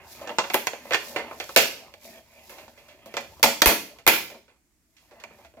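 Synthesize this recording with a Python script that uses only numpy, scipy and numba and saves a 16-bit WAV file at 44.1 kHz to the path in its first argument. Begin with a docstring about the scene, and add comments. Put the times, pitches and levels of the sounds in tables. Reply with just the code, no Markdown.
"""In a carpeted room, hands pry a plastic back cover off a computer, close to two microphones.
Each latch that lets go strikes the panel's damped modes and adds a treble crack; filtered noise makes
the creak and skin hiss of rubbing fingers. Short air puffs, cosines that swell and fade about their centre,
push mainly the left microphone. Decaying noise is the room's reverberation; quiet air and a low rumble
lie beneath. A look-ahead limiter holds the loudest pops down."""
import sys
import numpy as np
from scipy import signal
from scipy.fft import rfft, irfft, next_fast_len
from scipy.io import wavfile
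from scipy.ndimage import uniform_filter1d
from numba import njit

SR = 44100
rng = np.random.default_rng(int(sys.argv[2]) if len(sys.argv) > 2 else 0)


def wav_record(signal):
    """Record a signal, one row per channel, as 16-bit PCM in the file named by sys.argv[1]."""
    frames = np.transpose(np.atleast_2d(signal))
    bounded = np.clip(frames, -1, 1)
    # unit amplitude maps onto the largest positive 16-bit level
    quanta = np.round(bounded * 32767).astype(np.int16)
    wavfile.write(sys.argv[1], SR, quanta)


N = 246959  # length [samples]

# Spectrum of the room air: (frequency [Hz], relative density [dB per Hz]), then its overall level [dB]
AIR_SPECTRUM, AIR_LEVEL_DB = [(18, -39), (30, -6.5), (65, 2.5), (107, -11.5), (314, -5.5), (519, -25),
                              (2220, -21), (3760, -31), (7280, -20), (15200, -30.5), (16500, -31.5)], -69.5
# Level of the low rumble: (time [s], level [dB])
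RUMBLE_LEVEL = [(0.0, -61.5), (0.43, -66), (1.1, -65), (1.3, -60), (1.62, -61.5), (1.9, -70), (2.65, -68),
                (3.0, -69), (3.3, -61), (3.45, -59), (3.77, -67.5), (4.15, -66), (4.6, -80), (5.2, -73),
                (5.47, -65), (5.6, -68)]
# Spectrum of the rumble: (frequency [Hz], relative level [dB])
RUMBLE_SPECTRUM = [(25, -43), (45, -11.5), (70, -1.0), (95, -5.5), (140, -8.5), (200, -22), (400, -57.5)]
# Coherence of diffuse sound: (frequency [Hz], left-right correlation [-1 to 1])
COHERENCE = [(60, .6), (130, .85), (290, .85), (640, .72), (1410, .25), (3100, .08), (7000, 0)]
# Reverberation time of the room: (frequency [Hz], 60 dB decay time [s])
REVERBERATION = [(200, 0.49), (700, 0.27), (2000, 0.37), (5000, 0.45), (12000, 0.37)]
ROOM_DB = -7
# Air puffs: (centre time [s], frequency [Hz], peak level before the microphone balance [dB])
AIR_PUFFS = [(3.456, 47.6, -35), (3.676, 51.97, -10), (4.081, 50, -22.5)]
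# Rubbing and bending of the panel: (time [s], relative creak level [dB], relative skin hiss level [dB])
RUBBING = [(0.0, -49, -69.5), (0.11, -54.5, -47), (0.246, -43, -54.5), (0.37, -51, -57),
           (0.586, -52.5, -44), (0.78, -49.5, -58), (0.954, -48.5, -50.5), (1.078, -48.5, -42),
           (1.246, -45, -59.5), (1.39, -54, -52), (1.55, -50, -46.5), (1.87, -54, -65), (1.99, -70, -65.5),
           (2.05, -50.5, -47), (2.18, -54, -57), (2.229, -65.5, -65), (2.39, -55.5, -60.5),
           (2.508, -56.5, -53), (2.588, -49, -55), (2.728, -62, -63.5), (2.86, -57.5, -63),
           (3.048, -57.5, -69), (3.184, -53.5, -56), (3.36, -61, -60), (3.88, -53, -65), (4.06, -68, -79),
           (4.32, -49.5, -67.5), (4.42, -68, -84), (4.6, -82, -81), (4.88, -87, -78), (5.016, -70, -67),
           (5.258, -57.5, -70.5), (5.411, -58.5, -62.5), (5.533, -71, -73.5), (5.6, -63, -72.5)]
# Slips and pops of the latches: (time [s], relative peak level [dB], favoured frequency [Hz],
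# tilt [dB per octave], relative crack level [dB], relative sizzle level [dB], rattle length [ms])
LATCH_POPS = [(0.213, -35, 584, -6, -21, -28, 15), (0.274, -27.5, 1850, -2.5, -19.5, -41, 8.6),
              (0.293, -21, 638, -2.5, -31.5, -39.5, 9.3), (0.385, -11, 1036, 0.5, -15.5, -35.5, 7.2),
              (0.441, -25, 1040, 0.5, -31, -33.5, 9.3), (0.5, -22.5, 890, 2.5, -22, -35, 5.2),
              (0.536, -21.5, 855, 5, -15, -9.5, 25), (0.543, -11, 900, -3, -20, -14, 5.7),
              (0.670, -16, 1030, 3, -13.5, -20.5, 3.6), (0.733, -27, 625, -2, -33, -41, 4.7),
              (0.853, -33.5, 550, -4.5, -36, -24, 16), (0.908, -18.5, 595, -1.5, -29, -33, 6.4),
              (0.921, -18.5, 570, 4.5, -23, -29, 11), (0.934, -14, 1900, 4, -15.5, -29, 9.5),
              (0.945, -12, 504, 4, -21.5, -30, 5.5), (1.161, -14, 1990, -1, -27.5, -34.5, 15),
              (1.188, -31.5, 1020, -2.5, -22.5, -32, 8.5), (1.311, -31.5, 1030, -4, -42, -33, 9.1),
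              (1.4, -23, 574, 3.5, -17.5, -25.5, 8.6), (1.441, -40.5, 480.4, -2, -6.5, -14, 1.9),
              (1.492, -31.5, 1030, 1, -18, -29.5, 5), (1.562, 3, 675, 2.5, -16.5, -16, 4.1),
              (1.573, -2.5, 2490, 1, -10, -12.5, 9.2), (1.939, -39.5, 630, 3, -18.5, -24, 3.6),
              (2.495, -34.5, 530, -0.5, -17, -15, 18), (2.584, -43, 1510, 7, -14, -30, 13),
              (2.68, -40.5, 850, -4, -20, -32, 8.8), (2.776, -42, 593, 4, -19, -22, 24),
              (2.884, -43.5, 595, 5, -15, -22, 23), (3.059, -38.5, 681, -7, -17, -15, 11),
              (3.14, -26, 620.5, -0.5, -24.5, -30, 8), (3.168, -18, 556.5, 0.5, -17, -29, 7.7),
              (3.209, -34.5, 518, 0.5, -17, -18, 5.3), (3.245, -41, 595, -3.5, -23, -27.5, 4.6),
              (3.396, -41.5, 509, -7, -20, -17.5, 2.7), (3.429, -1.5, 533, 4, -10, -11, 7.5),
              (3.438, -3.5, 846, -4.5, -17.5, -19.5, 8.6), (3.619, 4, 1790, 2, -12, -14.5, 2.8),
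              (3.659, -1, 914, 3, -14.5, -9, 5), (3.672, -3.5, 2450, -1.5, -15, -10, 13),
              (3.986, -40, 670, 1.5, -17.5, -25, 9.9), (4.066, -3, 983, 3, -21, -14, 7.7),
              (4.076, 2, 2470, 0.5, -13, -9, 8), (4.301, -37, 727, -2.5, -20, -33, 6.1),
              (4.345, -41.5, 890, -6, -22, -40, 8), (4.48, -48, 596, 2, -23, -35, 17.2),
              (4.967, -56.5, 464, 11.5, -4.5, -17.5, 18), (5.111, -40.5, 620, -4, -24, -37, 19),
              (5.2, -41.5, 765, 3.5, -17, -25, 11), (5.238, -30.5, 2300, -1.5, -21.5, -30, 4.2),
              (5.308, -49, 910, -9.5, -28, -32, 3.9), (5.386, -49, 850, -5.5, -21, -32, 17),
              (5.448, -42.5, 670, 0.5, -18, -32, 8.2), (5.538, -52, 573, -6.5, -37, -38, 8),
              (5.57, -42, 663, -7, -33, -46.5, 13)]
# Modes of the panel: (frequency [Hz], relative level [dB], 60 dB decay time before its cap [s])
PANEL_MODES = [(234, 3, 0.16), (227, 3, 0.008), (285, -0.5, 0.072), (373, 1, 0.18), (417, 1, .07),
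               (482, -8, 0.12), (565, -0.5, 0.15), (595, 15, 0.034), (670, 11.5, 0.076),
               (757.3, 9.5, 0.071), (867, 10.5, 0.036), (930.6, 9, 0.15), (1008, 14.5, 0.0084),
               (1253, 3, 0.086), (1218, -6, 0.0049), (1600, 10, 0.0067), (1738, 2, 0.02), (1825, 9.5, 0.02),
               (2054, 4, 0.026), (2128, 8, 0.019), (2361, 12.5, 0.0088), (2507, -2, 0.06),
               (2680, 9, 0.0082), (2913, -6, .02), (3226, 5, 0.014), (4104, -2, 0.0017), (4380, 1, 0.03)]
# Centres of the thud, knock, clack and ring bands: (frequency [Hz])
BAND_CENTRES = [300, 750, 1600, 2600]
# Levels of those four bands in an untilted pop, then in the creak: (relative level [dB])
POP_BANDS = [-22, -15, -18.5, -12]
CREAK_BANDS = [-2.5, -6, -9.5, -5.5]
# Spectrum of the treble crack and hiss: (frequency [Hz], relative density [dB per Hz])
CRACK_SPECTRUM = [(2060, -26), (3500, -5.5), (4390, -4.5), (4750, -3.5), (7010, -5), (8910, -13),
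                  (12600, -3.5), (13900, -12), (15200, -6), (16200, -24), (16500, -46.5)]
# Balance of the microphones: (frequency [Hz], left minus right [dB])
MICROPHONE_BALANCE = [(60, -2), (110, -0.5), (200, 1), (380, 0.5), (700, 0.5), (1290, 0.5), (2380, -7),
                      (4400, -3.5), (8120, -1), (15000, 6)]

PIVOT_HZ = 1200  # a pop's tilt turns about this pitch
SPLIT_HZ = 8500  # crack below, sizzle above
SNAP_DB, SNAP_DB_PER_MS = 3, -0.83  # release against rattle energy: long rattles start softer
FORCE_SAMPLES = RING_SAMPLES = 4096
RIGHT_LAG = 2  # samples by which the direct sound reaches the right microphone later
LIMIT_DB, RATIO, RELEASE_S, AHEAD_S = -15.5, 2.05, 0.033, 0.007
TOP_HZ = 16100


def undb(db):
    """Level law: amplitude ratio of a level in dB."""
    return 10 ** (np.asarray(db) / 20)


def unit(x):
    """Normalisation to unit root-mean-square amplitude."""
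    return x / np.sqrt(np.mean(x ** 2))


def shape(x, table, law=undb):
    """Linear filtering: weights the spectrum by a (frequency [Hz], value) table, straight on a log axis."""
    size = next_fast_len(x.shape[-1])
    table_hz, value = np.transpose(table)
    bin_hz = np.maximum(np.arange(size // 2 + 1) * SR / size, 1)
    weight = law(np.interp(np.log(bin_hz), np.log(table_hz), value))
    return irfft(rfft(x, size) * weight, size)[..., :x.shape[-1]]


def pair(count):
    """Diffuse-field coherence: mid and side noise make two channels alike in the bass, unlike in the treble."""
    mid, side = rng.standard_normal((2, count))
    mid = shape(mid, COHERENCE, lambda c: np.sqrt(1 + np.clip(c, -1, 1)))
    side = shape(side, COHERENCE, lambda c: np.sqrt(1 - np.clip(c, -1, 1)))
    return np.array([mid + side, mid - side]) / np.sqrt(2)


def walk(rows, rate):
    """Random fluctuation: smoothed random steps, "rate" of them per second, spread near 1."""
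    k = int(SR / rate)
    steps = np.repeat(rng.standard_normal((rows, N // k + 1)), k, axis=1)[:, :N]
    return 1.31 * uniform_filter1d(steps, size=k, axis=1)


def spikes(count, spread_db):
    """Impulsive noise: samples scatter exponentially in level, which is heard as crackle."""
    excess_db = spread_db * np.minimum(rng.exponential(size=count), 4)
    return unit(rng.standard_normal(count) * undb(excess_db))


def background():
    """Filtered noise: steady quiet room air, and a low rumble that rises and falls by its own level table."""
    air = undb(AIR_LEVEL_DB) * unit(shape(pair(count=N), AIR_SPECTRUM))
    rumble = unit(shape(pair(count=N), RUMBLE_SPECTRUM))
    rumble_db = np.interp(np.arange(N) / SR, *np.transpose(RUMBLE_LEVEL)) + 1.4 * walk(1, rate=5.0)
    return air + undb(rumble_db) * rumble


def room(dry):
    """Reverberation: convolution with a diffuse tail that swells in, each band with its own decay."""
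    age = np.arange(SR // 2) / SR
    noise, tail = pair(count=SR // 2), 0
    for k, (_, t60) in enumerate(REVERBERATION):
        # overlapping bands whose weights add up to one
        band = [(hz, float(j == k)) for j, (hz, _) in enumerate(REVERBERATION)]
        tail = tail + shape(noise, band, lambda w: w) * undb(-60 * age / t60)
    tail = tail * (1 - np.exp(-(age / 0.002) ** 2))
    tail = tail / np.sqrt(np.sum(tail ** 2) / 2)
    mono = dry.mean(axis=0)[None]
    return undb(ROOM_DB) * signal.fftconvolve(mono, tail, axes=1)[:, :N]


def puffs():
    """Air displacement by the flapping cover: a cosine that swells and fades about its centre, mainly left."""
    t, pressure = np.arange(N) / SR, 0
    for centre, hz, db in AIR_PUFFS:
        offset = t - centre
        # negative at the centre: the microphone is pressed in
        pressure = pressure - undb(db) * np.exp(-(offset * hz / 0.6) ** 2) * np.cos(2 * np.pi * hz * offset)
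    return pressure * undb([[0], [-22.]])  # left, right


def modes():
    """Modal vibration: decaying sine of each mode at both microphones, further apart in phase with pitch."""
    hz, db, t60 = np.transpose(PANEL_MODES)[:, :, None, None]
    age = np.arange(RING_SAMPLES) / SR
    sign = (-1) ** np.arange(len(PANEL_MODES))[:, None, None]
    phase = sign * np.minimum(hz / 2430.0, np.pi / 2) * np.array([[.5], [-.5]])
    ring = np.sin(2 * np.pi * hz * age + phase) * undb(-60 * age / np.minimum(t60, .065))
    # the plate takes about a cycle to swing up
    ring = ring * (1 - np.exp(-(age * hz / .7) ** 2))
    return undb(db) * ring / np.sqrt(np.sum(ring ** 2, axis=2, keepdims=True))


def spread(band_db):
    """Spectral interpolation: thud, knock, clack and ring levels spread over the modes."""
    mode_hz = np.array(PANEL_MODES)[:, 0]
    return np.interp(np.log(mode_hz), np.log(BAND_CENTRES), band_db)


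def rubbing():
    """Friction: relative creak and skin hiss levels in dB at every sample."""
    time, *levels = np.transpose(RUBBING)
    return [np.interp(np.arange(N) / SR, time, db) for db in levels]


def creaking(rings, creak_db):
    """Friction-driven resonance: unsteady noise excites every mode of the panel."""
    # the fingers shift, so each mode is rubbed in its own fits and starts
    wander_db = 4.3 * walk(len(PANEL_MODES), rate=20.) + 2. * walk(1, rate=360.0)
    grip = undb(creak_db + spread(CREAK_BANDS)[:, None] - 18.5 + wander_db)
    size = next_fast_len(N + RING_SAMPLES)
    creak = sum(rfft(g * rng.standard_normal(N), size) * rfft(ring, size) for g, ring in zip(grip, rings))
    return irfft(creak, size)[:, :N]


def forces(rattle_ms):
    """Impact excitation: a sharp release, then the loose edge chatters out; total energy 1."""
    age = np.arange(FORCE_SAMPLES) / SR
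    chatter = np.exp(-1000 * age / np.clip(rattle_ms, 1, 20))
    snap = np.exp(-age / 0.0005)
    snap_energy = undb(2 * (SNAP_DB + SNAP_DB_PER_MS * rattle_ms))
    power = chatter / chatter.sum() + snap_energy * snap / snap.sum()
    return np.sqrt(power / power.sum())


def pops(rings):
    """Modal excitation: a pop drives modes near its favoured pitch hardest; the latch gives the treble power."""
    body = np.zeros((2, N + 16384))
    treble = np.zeros((2, 2, N + 16384))  # power: crack or sizzle, microphone, sample
    octave = np.log2(np.array(PANEL_MODES)[:, 0])
    size = FORCE_SAMPLES + RING_SAMPLES
    rings = rfft(rings, size)
    power = np.sum(abs(rings) ** 2, axis=1)
    for start, peak_db, hz, tilt_db, *treble_db, rattle_ms in LATCH_POPS:
        i, fall = int(start * SR), forces(rattle_ms)
        tilt_octaves = np.minimum(octave, np.log2(BAND_CENTRES[-1])) - np.log2(PIVOT_HZ)
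        favour_db = 7.8 * np.exp(-((octave - np.log2(hz)) / 0.11) ** 2)
        scatter_db = 2 * rng.standard_normal(len(octave))
        weight = undb(spread(POP_BANDS) + tilt_db * tilt_octaves + favour_db + scatter_db)
        push = rfft(fall * spikes(len(fall), 2.5), size)
        # every mode takes its full share of the blow, whatever the grain of the chatter
        weight = weight * np.sqrt(power.sum(axis=1) / (power @ abs(push) ** 2))
        body[:, i:i + size] += undb(peak_db + 13.5) * irfft(push * np.tensordot(weight, rings, 1), size)
        treble_gain = undb(peak_db + np.array(treble_db) + 29.5)[:, None, None]
        treble[:, :, i:i + len(fall)] += (treble_gain * fall) ** 2
    return body[:, :N], treble[:, :, :N]


def cracking(treble, skin_db):
    """Impulsive broadband radiation: latch cracks and skin hiss add in power and modulate crackling noise."""
    skin = undb(2 * (skin_db - 3.5 + 1.3 * walk(1, rate=290.0)))
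    grain = np.array([spikes(N, 0.82), spikes(N, 1.6)])  # left, right
    low, high = np.sqrt(treble + skin) * grain
    crossover = [(SPLIT_HZ / 1.15, 0), (SPLIT_HZ * 1.15, 1)]
    joined = shape(low, crossover, lambda w: 1 - w) + shape(high, crossover, lambda w: w)
    return undb(11.5) * shape(joined, CRACK_SPECTRUM)


def panel():
    """Plate radiation: the cover pops, creaks under the hands and hisses against the skin."""
    rings = modes()
    creak_db, skin_db = rubbing()
    body, treble = pops(rings)
    # a thin free panel radiates no deep bass
    bass_cut = signal.butter(3, 150, "high", fs=SR, output="sos")
    ringing = signal.sosfilt(bass_cut, body + creaking(rings, creak_db))
    return ringing + cracking(treble, skin_db)


def scene():
    """Superposition of the direct sound, its reverberation, the puffs and the background."""
    dry = panel()
    right = np.append(np.zeros(RIGHT_LAG), dry[1, :-RIGHT_LAG])
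    direct = np.array([dry[0], right])
    return direct + room(dry) + puffs() + background()


@njit
def follow(peak, release):
    """Peak detection: jumps up with the peak, sinks back exponentially."""
    out, level = np.empty(len(peak)), 0.
    for i in range(len(peak)):
        level = max(peak[i], level * release)
        out[i] = level
    return out


def record(dry):
    """Transduction: microphone balance, look-ahead limiting, clipping at 0.8 of full scale, top cut."""
    left = shape(dry[0], MICROPHONE_BALANCE, lambda db: undb(db / 2))
    right = shape(dry[1], MICROPHONE_BALANCE, lambda db: undb(-db / 2))
    heard = np.array([left, right])
    ahead = max(int(AHEAD_S * SR), 2)
    loud = np.sqrt(np.abs(uniform_filter1d(np.mean(heard ** 2, axis=0), size=128)))
    # the level is read early, so the gain falls just ahead of a loud peak
    early = np.append(loud[ahead:], np.zeros(ahead))
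    envelope = follow(early, np.exp(-1 / (RELEASE_S * SR)))
    gain = np.minimum(1, undb(LIMIT_DB) / (envelope + 1e-9)) ** (1 - 1 / max(RATIO, 1))
    held = heard * uniform_filter1d(gain, size=ahead // 2)
    top_cut = signal.ellip(10, .1, 80, TOP_HZ, fs=SR, output="sos")
    return signal.sosfilt(top_cut, np.clip(held, -.8, .8))


dry = scene()
out = record(dry)
wav_record(out)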